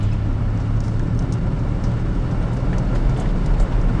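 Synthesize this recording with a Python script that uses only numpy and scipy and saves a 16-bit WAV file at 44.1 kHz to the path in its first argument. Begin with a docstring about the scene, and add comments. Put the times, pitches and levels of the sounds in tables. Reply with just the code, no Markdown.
"""Inside a six-cylinder car that gathers speed on a winter road.
From the start the engine hums in slowly climbing harmonics over the boom of the body and the roar
of the tyres. Loose plastic trim chatters and squeaks by friction, then ticks by impact, and near 1 s
a small bump knocks in the dashboard. After 2 s coarser asphalt makes the cabin drone; then the
throttle lifts, more knocks follow, and the engine fades under the growing boom."""
import sys
import numpy as np
from scipy import signal
from scipy.fft import rfft, irfft
from scipy.io import wavfile
from scipy.ndimage import uniform_filter1d

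SR = 44100
rng = np.random.default_rng(int(sys.argv[2]) if len(sys.argv) > 2 else 0)


def pcm_store(signal):
    """Save signal as 16-bit PCM."""
    levels = np.round(np.clip(np.atleast_2d(signal), -1, 1) * 32767)
    wavfile.write(sys.argv[1], SR, levels.astype(np.int16).T)


N = 176400
T = np.arange(N) / SR


def amp(db):
    """Amplitude ratio of a level in decibels."""
    return 10 ** (np.asarray(db) / 20)


def unit(x):
    """Normalisation to rms 1."""
    return x / np.sqrt(np.mean(x ** 2) + 1e-20)


def gain_at(spectrum, hz):
    """Gain of a spectrum, its levels interpolated over log frequency."""
    f, db = np.transpose(spectrum)
    return amp(np.interp(np.log(hz + 1), np.log(f + 1), db))


def curves(table):
    """Linear interpolation of each column of a time table."""
    times, *columns = np.transpose(table)
    return [np.interp(T, times, column) for column in columns]


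def add(mix, start, sound):
    """Superposition of a sound on the mix, from a start in seconds."""
    part = mix[max(round(start * SR), 0):][:len(sound)]
    part += sound[:len(part)]


def drift(hz):
    """Random modulation: low-passed noise of rms 1."""
    f = np.fft.rfftfreq(N, 1 / SR)
    return unit(irfft(rfft(rng.standard_normal(N)) * np.exp(-(f / hz) ** 2), N))


def colour(x, spectrum, size=4096):
    """Minimum-phase filtering with the given spectrum and unit energy."""
    log_gain = np.log(gain_at(spectrum, abs(np.fft.fftfreq(size, 1 / SR))))
    response = np.exp(np.conj(signal.hilbert(log_gain)))
    taps = np.fft.ifft(response).real[:size // 2]
    return signal.oaconvolve(x, taps / np.linalg.norm(taps))[:len(x)]


def noise(spectrum):
    """Stationary noise of rms 1, shaped in frequency."""
    gain = gain_at(spectrum, np.fft.rfftfreq(N, 1 / SR))
    return unit(irfft(rfft(rng.standard_normal(N)) * gain, N))


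# Each row: time in seconds, crankshaft speed in turns per second.
CRANK_SPEED = [(0, 34.7), (.2, 34.5), (1, 36.7), (1.5, 38.1), (2.3, 39.9), (2.8, 40.8), (3.25, 41.8),
               (4, 42)]
# Each row: time in seconds, level in dB that stands for the engine load.
ENGINE_LOAD = [(0, -21), (.4, -21.5), (.85, -21.5), (1.55, -24.5), (2.1, -26.5), (2.4, -23.5), (2.6, -30.5),
               (2.95, -29.5), (3.17, -21.5), (3.4, -37), (4, -36)]
# Each row: multiple of the crankshaft speed, relative level in dB, share of the load changes (0-1).
CRANK_ORDERS = [(2, -2.5, 0.16), (3, -1.5, 0.94), (4, -10, 0.04), (5, -15, 0.2), (6, -21.5, 0.1),
                (7, -18, .5), (8, -23.5, 0.4)]

def engine(reference_db=-30, cabin_hz=257.3, bandwidth_hz=30, resonance_db=6):
    """Harmonic series of the crankshaft: six cylinders fire three times a turn, giving order 3."""
    speed, level_db = curves(CRANK_SPEED)[0], curves(ENGINE_LOAD)[0]
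    jitter = 1 + .008 * drift(hz=14)  # uneven firing
    angle = 2 * np.pi * np.cumsum(speed * jitter) / SR
    lift_db = -7 * np.clip((T - 2.68) / .22, 0, 1)  # the throttle lifts at 2.68 s
    out = np.zeros(N)
    for order, db, share in CRANK_ORDERS:
        load_db = share * (level_db - reference_db) + (1 - share) * lift_db
        # A cabin resonance reinforces each order that climbs through it.
        detuning = 2 * (order * speed - cabin_hz) / bandwidth_hz
        boost_db = resonance_db / (1 + detuning ** 2)
        waver_db = 1.85 * drift(hz=10)
        gain = amp(reference_db + db + boost_db + load_db + waver_db)
        out += np.sqrt(2) * gain * np.sin(order * angle + 2 * np.pi * rng.random())
    return out


def steadied(x, seconds):
    """Division by the running rms evens out the chance swells of narrow-band noise."""
    return x / np.sqrt(uniform_filter1d(x ** 2, int(seconds * SR)) + 1e-9)


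def uneven_asphalt(x, depth_db=.56, patch_s=.06, patch_hz=400):
    """Uneven asphalt modulates the level in small patches of time and frequency."""
    f, t, spectra = signal.stft(x, SR, nperseg=512)
    patches = uniform_filter1d(rng.standard_normal(spectra.shape), round(patch_hz / f[1]), axis=0)
    patches = unit(uniform_filter1d(patches, round(patch_s / t[1]), axis=1))
    return unit(signal.istft(spectra * amp(depth_db * patches), SR)[1][:N])


def cabin_reflections(x, decay_s=.0034, db=-12):
    """Interference with early reflections off glass and panels ripples the spectrum above the bass."""
    t = T[:SR // 10]
    taps = rng.standard_normal(len(t)) * np.exp(-t / decay_s) * (t > .001)
    taps = signal.sosfilt(signal.butter(2, 700, "high", fs=SR, output="sos"), taps)
    reflected = signal.oaconvolve(x, taps / np.linalg.norm(taps))[:N]
    return (x + amp(db) * reflected) / np.hypot(1, amp(db))


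# Each row: time in seconds, then levels in dB of body boom, tyre rumble, tyre roar and hiss.
ROAD_LEVELS = [(0, -23.5, -26.5, -38, -57.5), (.6, -23.5, -27.5, -36.5, -53), (1.2, -24.5, -23.5, -37, -53),
               (1.7, -24.5, -24, -35.5, -52), (2.2, -22.5, -24.5, -35.5, -51.5),
               (2.55, -25, -25, -35, -51.5), (2.85, -20.5, -22, -34.5, -50.5),
               (3.1, -17.5, -24.5, -34, -50), (3.35, -20.5, -22, -35, -50), (3.6, -15.5, -25, -34, -49.5),
               (3.8, -16.5, -23, -33.5, -52), (4, -22, -20.5, -32.5, -50)]
# Each row: time in seconds, level in dB of the cabin's drone on coarse asphalt.
DRONE_LEVELS = [(0, -55), (1.8, -55.5), (2.5, -36.5), (3.2, -41), (3.6, -38.5), (4, -46)]
# The spectra of these five noises. Each row: frequency in Hz, relative spectral density in dB.
BOOM_SPECTRUM = [(8, -30.5), (17, -19), (25, -5.5), (35, 0), (42, -3), (52, -13), (70, -27.5), (140, -57.5),
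                 (400, -84)]
RUMBLE_SPECTRUM = [(20, -19), (45, -4), (58, -3.5), (90, -3.5), (118, 4.5), (138, 1), (162, -0.5),
                   (183, 0.5), (215, -7), (280, -7), (340, -13), (450, -21), (900, -53.5), (3000, -88.5)]
ROAR_SPECTRUM = [(100, -21.5), (300, -2.5), (400, 0), (500, -1.5), (590, 0.5), (730, -6.5), (850, -3.5),
                 (1030, -7), (1170, -7.5), (1400, -7.5), (1900, -15.5), (2800, -22), (4000, -35),
                 (10000, -53.5)]
HISS_SPECTRUM = [(500, -10.5), (2000, 5), (3000, 4.5), (4000, 2.5), (4800, 1.5), (6300, -4), (8200, -6),
                 (9300, -13), (10500, -31)]
DRONE_SPECTRUM = [(150, -32), (340, -4.5), (400, -6.5), (490, -1.5), (585, -2), (700, -9), (830, -8),
                  (1200, -26), (3000, -60)]

def road():
    """Forced random vibration: the road shakes body and tyres, while air and tread add a thin hiss."""
    boom_db, rumble_db, roar_db, hiss_db = curves(ROAD_LEVELS)
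    flutter_db = .85 * drift(hz=47)
    boom = amp(boom_db) * steadied(noise(BOOM_SPECTRUM), seconds=.33)
    rumble = amp(rumble_db) * steadied(noise(RUMBLE_SPECTRUM), seconds=.18)
    roar = amp(roar_db + flutter_db) * uneven_asphalt(noise(ROAR_SPECTRUM))
    hiss = amp(hiss_db + flutter_db) * uneven_asphalt(noise(HISS_SPECTRUM))
    drone = amp(curves(DRONE_LEVELS)[0]) * noise(DRONE_SPECTRUM)
    return boom + rumble + drone + cabin_reflections(roar + hiss)


# Response of the trim, in jiggles and ticks alike. Each row: frequency in Hz, relative gain in dB.
TRIM_SPECTRUM = [(800, -28), (2800, -15), (3900, -1.5), (4450, -4), (5330, 6), (5850, 4.5), (6400, 3.5),
                 (7500, -5), (8400, -3.5), (9100, -8.5), (10500, -16.5)]

def trim_jiggle(per_second=19, spread_db=4.5, decay_s=.01, under_hiss_db=13.5):
    """A Poisson process of tiny trim impacts, whose level follows the road hiss."""
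    hiss_db = curves(ROAD_LEVELS)[3]
    sizes = amp(spread_db * np.minimum(rng.exponential(1, N), 3))
    impacts = sizes * (rng.random(N) < per_second / SR)
    envelope = signal.lfilter([1], [1, -np.exp(-1 / (decay_s * SR))], impacts)
    bursts = envelope * rng.standard_normal(N)
    return amp(hiss_db - under_hiss_db) * unit(colour(bursts, TRIM_SPECTRUM))


# Each row: start in seconds, level in dB, decay time in seconds, centre in Hz, width in octaves.
PANEL_SLIPS = [(.005, -45.5, 0.23, 2650, 0.71), (.028, -48, 0.018, 6900, 0.32),
               (0.128, -50.5, 0.014, 6400, 0.46), (0.6, -50, .025, 5000, 0.54),
               (.835, -51.5, 0.11, 5400, .6), (.994, -37.5, 0.0028, 4200, .9),
               (1.845, -46, 0.023, 5170, .36), (2.532, -49, 0.015, 6500, 0.72),
               (2.95, -43, 0.027, 4200, 0.71), (3.163, -42.5, 0.01, 3000, 0.5),
               (3.172, -51, 0.015, 8000, .3), (3.198, -38, 0.01, 7160, 0.31),
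               (3.216, -44, 0.017, 3020, 0.16), (3.46, -35.5, 0.0053, 4800, 0.64),
               (3.598, -41.5, 0.017, 7400, 0.19), (3.599, -40.5, 0.0072, 4000, 0.5),
               (3.624, -48, .01, 7150, 0.31), (3.723, -44.5, .015, 2950, 0.61)]

def panel_chatter(rise_s=.00067):
    """Sliding friction between panels radiates decaying bursts of band-limited noise."""
    out, t = np.zeros(N), T[:SR // 2]
    f = np.fft.rfftfreq(len(t), 1 / SR)
    for start, db, decay, hz, octaves in PANEL_SLIPS:
        band = 1 / (1 + .5 * (np.log2((f + 1) / hz) / octaves) ** 2) ** 2
        friction = unit(irfft(rfft(rng.standard_normal(len(t))) * band, len(t)))
        envelope = np.minimum(t / rise_s, 1) * np.exp(-t / decay)
        add(out, start, amp(db) * friction * envelope)
    return out


# Each row: start in seconds, level in dB, length in seconds, pitch in Hz.
PLASTIC_SQUEAKS = [(0.114, -53, .017, 5230), (0.118, -50, 0.025, 2570)]

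def plastic_squeaks(waver=.02):
    """Stick-slip oscillation of plastic on plastic: a nearly steady tone that swells and stops."""
    out = np.zeros(N)
    for start, db, length, hz in PLASTIC_SQUEAKS:
        t = T[T < length]
        cycles = np.cumsum(hz * (1 + waver * drift(hz=400)[:len(t)])) / SR
        swell = np.sin(np.pi * t / length)
        add(out, start, amp(db) * unit(swell * np.sin(2 * np.pi * cycles)))
    return out


# Each row: start in seconds, level in dB, rebound delay in seconds, rebound in dB relative to the tap.
TRIM_TAPS = [(.575, -39, .004, -10), (.8047, -28, .003, -9), (0.8803, -31, 0.0032, -5),
             (1.148, -43, 0.0027, 2), (1.191, -25, 0.0021, -5), (1.222, -36, 0.0032, -4),
             (1.324, -25.5, 0.0032, 2.5), (1.335, -32, 0.0046, 2), (1.8385, -27.5, .003, -8),
             (2.427, -39, 0.0044, -4), (2.783, -25, 0.0033, -6), (3.096, -34, .004, -6)]

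def trim_ticks(decay_s=.00073, tail_s=.01, tail_db=-15):
    """Impact and rebound: loose plastic strikes twice, and the padded cabin soon absorbs the sound."""
    out, t = np.zeros(N), T[:SR // 10]
    envelope = np.exp(-t / decay_s) + amp(tail_db) * np.exp(-t / tail_s)
    for start, db, delay, rebound_db in TRIM_TAPS:
        tap, rebound = .5 * envelope * rng.standard_normal((2, len(t)))
        add(out, start, amp(db) * tap)
        add(out, start + delay, amp(db + rebound_db) * rebound)
    return colour(out, TRIM_SPECTRUM)


# Each row: start in seconds, level in dB, decay time in seconds, panel resonance in Hz.
BUMPS = [(.994, -34, 0.008, 1700), (2.728, -29.5, 0.011, 1670), (2.955, -27.5, 0.0065, 1700),
         (3.172, -30, 0.0077, 800), (3.184, -29.5, 0.046, 587), (3.255, -29.5, 0.0074, 1840),
         (3.287, -31.5, 0.023, 595), (3.6, -26, 0.01, 644)]
# Response of the dashboard. 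Each row: frequency in Hz, relative gain in dB.
DASHBOARD_SPECTRUM = [(150, -27), (400, 2), (600, 2.5), (800, 1), (1200, -5), (1900, -15), (2500, -19.5),
                      (3200, -12.5), (5000, -20), (10000, -34)]

def dashboard_knocks(rise_s=.002, ring_db=3, q=2.3):
    """Heavily damped resonance: each small bump excites a dull thud and one panel of the dashboard."""
    out, t = np.zeros(N), T[:SR // 5]
    for start, db, decay, hz in BUMPS:
        thud, shake = rng.standard_normal((2, len(t)))
        panel = signal.iirpeak(hz, q, SR)
        ring = unit(signal.lfilter(*panel, signal.lfilter(*panel, shake)))
        knock = unit(colour(thud, DASHBOARD_SPECTRUM) + amp(ring_db) * ring)
        envelope = np.minimum(t / rise_s, 1) * np.exp(-t / decay)
        add(out, start, amp(db) * knock * envelope)
    return out


def scene():
    """Superposition of all sources at the driver's seat, in one channel."""
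    continuous = engine() + road() + trim_jiggle()
    return (continuous + panel_chatter() + plastic_squeaks() + trim_ticks() + dashboard_knocks())[None]


def record(dry):
    """Band limiting: a steep low-pass filter removes the treble above 10450 Hz."""
    taps = signal.firwin(401, 10450, window=("kaiser", 9), fs=SR)
    return signal.oaconvolve(dry, taps[None], "same")


dry = scene()
out = record(dry)
pcm_store(out)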